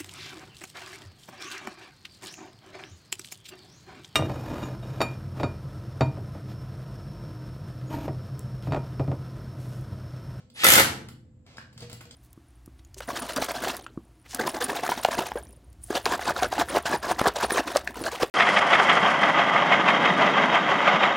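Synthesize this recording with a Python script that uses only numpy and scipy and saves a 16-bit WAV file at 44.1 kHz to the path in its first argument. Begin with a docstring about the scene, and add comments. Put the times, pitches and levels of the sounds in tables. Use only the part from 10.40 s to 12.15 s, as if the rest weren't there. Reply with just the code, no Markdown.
"""A block-walled workshop, in stereo, with the work on a metal table slightly left of the microphones.
A cordless impact driver spins up and runs a screw into a plastic chainsaw housing: the hammer strikes
its anvil for about a fifth of a second, the shell rings and the table booms. The trigger clicks back.
From one second on, nearer the microphones, the bit slips out and the saw is shifted on the sheet top
with ticks, knocks and a scrape. Low room tone lies under it all."""
import sys
import numpy as np
from scipy import signal
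from scipy.fft import rfft, irfft
from scipy.io import wavfile
from scipy.ndimage import uniform_filter1d

SR = 44100
rng = np.random.default_rng(int(sys.argv[2]) if len(sys.argv) > 2 else 0)


def store_pcm(level_fs):
    """Save levels as 16-bit WAV."""
    pcm = np.round(np.clip(level_fs, -1, 1) * 32767).astype(np.int16)
    wavfile.write(sys.argv[1], SR, np.atleast_2d(pcm).T)


N = 77175
T = np.arange(N) / SR

# hammer blows on the anvil: (time [s], relative crack level [dB], relative knock level [dB])
BLOWS = [(0.235, -20, -10.5), (0.243, -0.5, -13.5), (0.2484, -13, -6.5), (0.2661, -3, -7),
         (.2858, -1, -8.5), (0.3027, -4, -12), (0.3202, -1.5, -9.5), (0.3361, -1, -11.5), (0.3540, -3, -9),
         (0.3647, -17, -12.5), (0.3780, -8.5, -8), (0.384, -21, -7.5), (.3958, -6, -10.5),
         (.4030, -25, -11.5)]
# spectrum of a knock on plastic: (frequency [Hz], level [dB])
PLASTIC = [(30, -40), (70, -7), (160, -2), (530, -1), (950, -2.5), (1400, 0.5), (2100, -2), (3200, -6),
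           (6000, -16.5), (16000, -30.5)]
# workshop acoustics: (frequency [Hz], t60 [s], reverb against direct [dB], left-right likeness [0..1])
ROOM = [(60.5, 1.7, 10, 0.97), (121, 1.3, 5, 0.98), (252, 0.91, 2, 0.94), (536, 0.51, -1, 0.53),
        (1190, 0.43, 2, 0.14), (4570, 0.39, 2.5, 0.15), (9100, 0.33, 3.5, 0), (15000, 0.23, 1.5, 0)]


def hammer():
    """Two lugs hit the anvil in turn: returns each lug's steel cracks, and dull knocks with chatter."""
    # spectrum of steel on steel: (frequency [Hz], level [dB])
    steel = [(200, -22), (1000, -6), (2500, 0), (5300, -1.5), (7300, -0.5), (12800, -0.5), (16000, -6)]
    times, crack_db, knock_db = np.transpose(BLOWS)
    rise_s = 0.00047
    driving = gate(times[0], times[-1], fade_samples=200)
    chatter = colour(from_db(-25.5) * driving * grains(per_s=900, spread_db=-1), steel)
    lugs = [colour(bursts(times[k::2], crack_db[k::2], rise_s, decay_s=0.0024), steel) for k in range(2)]
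    knocks = colour(bursts(times, knock_db, rise_s, decay_s=0.003), PLASTIC)
    return lugs, knocks + chatter


def motor():
    """Gears rattle and mesh tones follow the motor's speed; a thin whine marks the spin-up."""
    # the motor's run: (time [s], speed [turns/s], relative level [dB])
    run = [(.146, 55, -63), (.157, 113, -48), (.185, 220, -36.5), (.232, 320, -26), (.40, 440, -30.5),
           (.45, 91, -69.5)]
    # spectrum of the gear noise: (frequency [Hz], level [dB])
    gear_spectrum = [(100, -8), (1000, -11.5), (2000, 0), (3200, 4), (6000, -10.5), (7600, -8.5),
                     (9200, -15.5), (16000, -27)]
    speed, level_db = in_time(run)
    angle = 2 * np.pi * np.cumsum(speed) / SR
    mesh = from_db(-14) * sum(np.sin(order * angle) for order in (5, 8, 12))
    gears = colour(grains(per_s=5000, spread_db=3) * (1 + 0.32 * np.sin(angle)), gear_spectrum)
    whine_hz = 9980 + 500 * speed / speed.max()
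    whine_phase = 2 * np.pi * np.cumsum(whine_hz) / SR + 0.7 * np.sin(angle)
    whine = from_db(-53) * gate(0.139, 0.215, fade_samples=300) * np.sin(whine_phase)
    running = (T > run[0][0]) & (T < run[-1][0])
    return from_db(level_db) * running * (gears + mesh) + whine


def housing():
    """The housing's resonances ring dry after each blow; the high tones differ left and right."""
    # close ringing tones after each blow: (frequency [Hz], relative level [dB])
    ringing_tones = [(455, -6.5), (537, -0.5), (1310, 4), (1358, -3.5), (1458, 2.5), (1650, -4), (1950, 2),
                     (2020, 4), (2100, 3.5), (2157, -0.5), (3535, 1), (3626, -1)]
    gain_db, t60_s, wide_above_hz = -17.5, 0.096, 1000
    times, _, knock_db = np.transpose(BLOWS)
    tones = [(hz, db + gain_db, t60_s) for hz, db in ringing_tones]
    low = [tone for tone in tones if tone[0] < wide_above_hz]
    high = [tone for tone in tones if tone[0] >= wide_above_hz]
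    return ring(times, knock_db, low) + np.array([ring(times, knock_db, high) for _ in range(2)])


def seating(x, below_hz=1700, db_per_s=28):
    """As the screw seats, the blows pass more and more bass and middle into the shell."""
    times = np.transpose(BLOWS)[0]
    low = signal.sosfiltfilt(signal.butter(2, below_hz, fs=SR, output="sos"), x)
    swell = from_db(db_per_s * (np.clip(T, times[0], times[-1]) - times.mean()))
    return x - low + low * swell


def handling():
    """Trigger, bit and saw make small contacts that tick, click and knock."""
    # contacts, in relative levels: (time [s], tick [dB], knock [dB], click [dB])
    taps = [(0.1002, -50, -66, -53), (0.6864, -39, -39.5, -31), (1.0641, -52, -53, -72),
            (1.1692, -43, -48, -52), (1.1815, -50, -37.5, -58.5), (1.3276, -52.5, -64, -73),
            (1.3326, -62.5, -63.5, -48), (1.377, -38, -50, -56.5), (1.4049, -41.5, -69, -36.5),
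            (1.422, -43, -59, -57), (1.4258, -41.5, -45, -51), (1.4976, -38, -44, -32),
            (1.5153, -43, -61, -60), (1.5289, -37.5, -46, -28), (1.607, -45.5, -41.5, -51),
            (1.6121, -52.5, -40, -36), (1.653, -46.5, -63, -65.5), (1.7093, -38.5, -59, -56)]
    # spectrum of a tick: (frequency [Hz], level [dB])
    tick_spectrum = [(300, -10), (1500, -9), (4000, 2), (4750, 4.5), (5700, -6.5), (7400, -2.5),
                     (9000, -12), (9800, -17.5), (16000, -19)]
    # spectrum of a sharp click: (frequency [Hz], level [dB])
    click_spectrum = [(3000, -25.5), (9500, -8.5), (12500, -6.5), (16000, -8.5)]
    times, tick_db, knock_db, click_db = np.transpose(taps)
    rise_s = 0.00058
    ticks = colour(bursts(times, tick_db, rise_s, decay_s=0.0033), tick_spectrum)
    clicks = colour(bursts(times, click_db, rise_s, decay_s=0.00083), click_spectrum)
    knocks = colour(bursts(times, knock_db, rise_s, decay_s=0.0045), PLASTIC)
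    return ticks + clicks + knocks


def scrape():
    """The saw slides over the table in a dense stream of tiny clicks."""
    # course of the slide: (time [s], relative level [dB])
    slide = [(0, -57), (.08, -96), (1.04, -90.5), (1.075, -59), (1.21, -60.5), (1.29, -79), (1.38, -64.5),
             (1.425, -47), (1.47, -64), (1.53, -53), (1.59, -75), (1.75, -59.5)]
    # spectrum of the scrape: (frequency [Hz], level [dB])
    spectrum = [(100, -3), (600, 4), (1000, -2.5), (2300, -3), (4700, -5), (8800, -18), (10000, -29.5),
                (16000, -29.5)]
    return colour(from_db(in_time(slide)[0]) * grains(per_s=4500, spread_db=3), spectrum)


def clack():
    """The trigger snaps back; later the bit slips out of the screw head and the shell rings briefly."""
    # damped rings of trigger, bit and shell: (time [s], frequency [Hz], relative level [dB], t60 [s])
    rings = [(.6868, 1980, -40, 0.015), (1.1705, 5000, -41, 0.014), (1.1825, 1573, -35.5, 0.015)]
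    return sum(ring(np.array([time]), 0, [mode]) for time, *mode in rings)


def table():
    """The frame booms under the driver's thrust and the saw's weight; the saw catches on the sheet top."""
    # bumps on the frame: (time [s], level [dB])
    bumps = [(0.293, -48), (.405, -35.5), (1.184, -47.5), (1.361, -49), (1.418, -40.5), (1.529, -43.5)]
    # modes of the frame: (frequency [Hz], relative level [dB], t60 [s])
    frame_modes = [(65.56, -11.5, 0.37), (95, -10.5, 0.82), (119.4, -3, 0.66), (163.5, -6, 0.68),
                   (223, -4.5, 0.21)]
    # catches of the saw's base: (time [s], level [dB])
    catches = [(1.423, -40), (1.52, -41.5), (1.655, -48.5)]
    # modes of the sheet top: (frequency [Hz], relative level [dB], t60 [s])
    sheet_modes = [(479, -3, 0.52), (642, -9, 0.12)]
    return ring(*np.transpose(bumps), frame_modes) + ring(*np.transpose(catches), sheet_modes)


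def workshop(x, lead_s, room_db=0):
    """Direct sound reaches the left microphone first; the diffuse tail lasts longest in the bass."""
    onset = 1 - np.exp(-T / 0.0007)
    response = 0
    for hz, band in diffuse_bands():
        t60, wet_db, _ = at_hz(ROOM, hz)
        tail = band * onset * np.exp(-np.log(1000) * T / t60)
        keep_energy = np.sqrt(2 * np.mean(band ** 2) / np.sum(tail ** 2))
        response = response + from_db(wet_db + room_db) * keep_energy * tail
    direct = np.array([x, np.roll(x, int(lead_s * SR))])
    return direct + signal.fftconvolve(x[None], response, axes=1)[:, :N]


def room_tone(hum_hz=508):
    """A low steady rumble with a faint hum and a little hiss."""
    # spectrum of the quiet room: (frequency [Hz], level [dB])
    air = [(25, -14), (50, -7.5), (90, 2.5), (130, 2.5), (180, -8.5), (240, 0), (400, -20.5), (510, -17.5),
           (700, -29), (1600, -35.5), (6200, -51), (7600, -32.5), (8800, -58), (16000, -59.5)]
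    noise = sum(band for _, band in diffuse_bands())
    rumble = from_db(-56) * np.array([colour(side, air) for side in noise])
    hum = from_db(-70.5) * np.sin(2 * np.pi * hum_hz * T)
    return rumble + hum


def diffuse_bands():
    """Yields (centre [Hz], stereo noise) in half octaves, the sides as alike as the room makes them."""
    edges = np.geomspace(22, 18000, 20)
    hz = np.fft.rfftfreq(N, 1 / SR)
    white = rfft(rng.standard_normal((2, N)))
    for low, high in zip(edges, edges[1:]):
        mid, side = irfft(white * ((hz >= low) & (hz < high)), N)
        centre = np.sqrt(low * high)
        alike = at_hz(ROOM, centre)[2]
        yield centre, (np.sqrt(1 + alike) * mid + np.sqrt(1 - alike) * side * [[1], [-1]]) / np.sqrt(2)


def bursts(times, db, rise_s, decay_s):
    """Each contact is a short crunch of noise that swells and dies."""
    age = np.maximum(T - times[:, None], 0)
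    envelopes = from_db(db)[:, None] * (1 - np.exp(-age / rise_s)) * np.exp(-np.minimum(age / decay_s, 20))
    return np.sqrt((envelopes ** 2).sum(axis=0)) * rng.standard_normal(N)


def grains(per_s, spread_db):
    """Random clicks of uneven size, at unit power."""
    sizes = from_db(spread_db * np.minimum(rng.exponential(1, N), 4)) * rng.choice([-1, 1], N)
    clicks = sizes * (rng.random(N) < per_s / SR)
    return clicks / np.sqrt(np.mean(clicks ** 2) + 1e-20)


def ring(times, db, tones, uneven_db=2.5):
    """Every blow sets every tone ringing, with a strength of its own."""
    out = np.zeros(N)
    for hz, tone_db, t60 in tones:
        strengths = from_db(db + tone_db + uneven_db * rng.standard_normal(len(times)))
        kicks = np.full(N, 1e-18)
        kicks[(times * SR).astype(int)] = strengths * rng.choice([-1, 1], len(times))
        radius, step = from_db(-60 / (t60 * SR)), 2 * np.pi * hz / SR
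        out += signal.lfilter([0, np.sin(step)], [1, -2 * radius * np.cos(step), radius ** 2], kicks)
    return out


def colour(x, spectrum, size=4096):
    """Causal filter of the given shape that keeps the power of white noise."""
    gain = from_db(at_hz(spectrum, np.fft.rfftfreq(size, 1 / SR))[0])
    cepstrum = irfft(np.log(gain))
    causal = 2 * cepstrum[:size // 2] * (np.arange(size // 2) > 0)
    response = irfft(np.exp(rfft(causal, size)))
    return signal.fftconvolve(x, response / np.linalg.norm(response))[:N]


def gate(start_s, end_s, fade_samples):
    """One between two times, with short fades."""
    return uniform_filter1d(1. * ((T > start_s) & (T < end_s)), size=fade_samples)


def in_time(rows):
    """Each column of a curve at every sample."""
    times, *columns = np.transpose(rows)
    return [np.interp(T, times, column) for column in columns]


def at_hz(rows, hz):
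    """Each column of a table at the given frequencies."""
    row_hz, *columns = np.transpose(rows)
    return [np.interp(np.log(hz + 1e-9), np.log(row_hz), column) for column in columns]


def from_db(db):
    """Decibels to gain."""
    return 10 ** (np.asarray(db) / 20)


def scene():
    """Driver, saw and table in the workshop; the handling is nearer, so it carries less room."""
    bit_lead_s = 0.00016
    lugs, knocks = hammer()
    cracks = sum(workshop(lug, bit_lead_s) for lug in lugs)
    driver = cracks + workshop(seating(knocks) + motor(), bit_lead_s)
    saw = workshop(handling() + scrape() + clack(), lead_s=0.00012, room_db=-2)
    return from_db(-3) * driver + from_db(-0.5) * saw + seating(housing()) + table() + room_tone()


def record(dry):
    """The microphones lose the deep bass; peaks are rounded and the top is cut."""
    low_cut_hz, high_cut_hz, ceiling = 38.5, 15900, 0.8
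    thin = signal.sosfilt(signal.butter(2, low_cut_hz, "high", fs=SR, output="sos"), dry)
    rounded = thin / (1 + (thin / ceiling) ** 6) ** (1 / 6)
    return signal.sosfilt(signal.ellip(12, 0.1, 80, high_cut_hz, fs=SR, output="sos"), rounded)


dry = scene()
out = record(dry)
store_pcm(out)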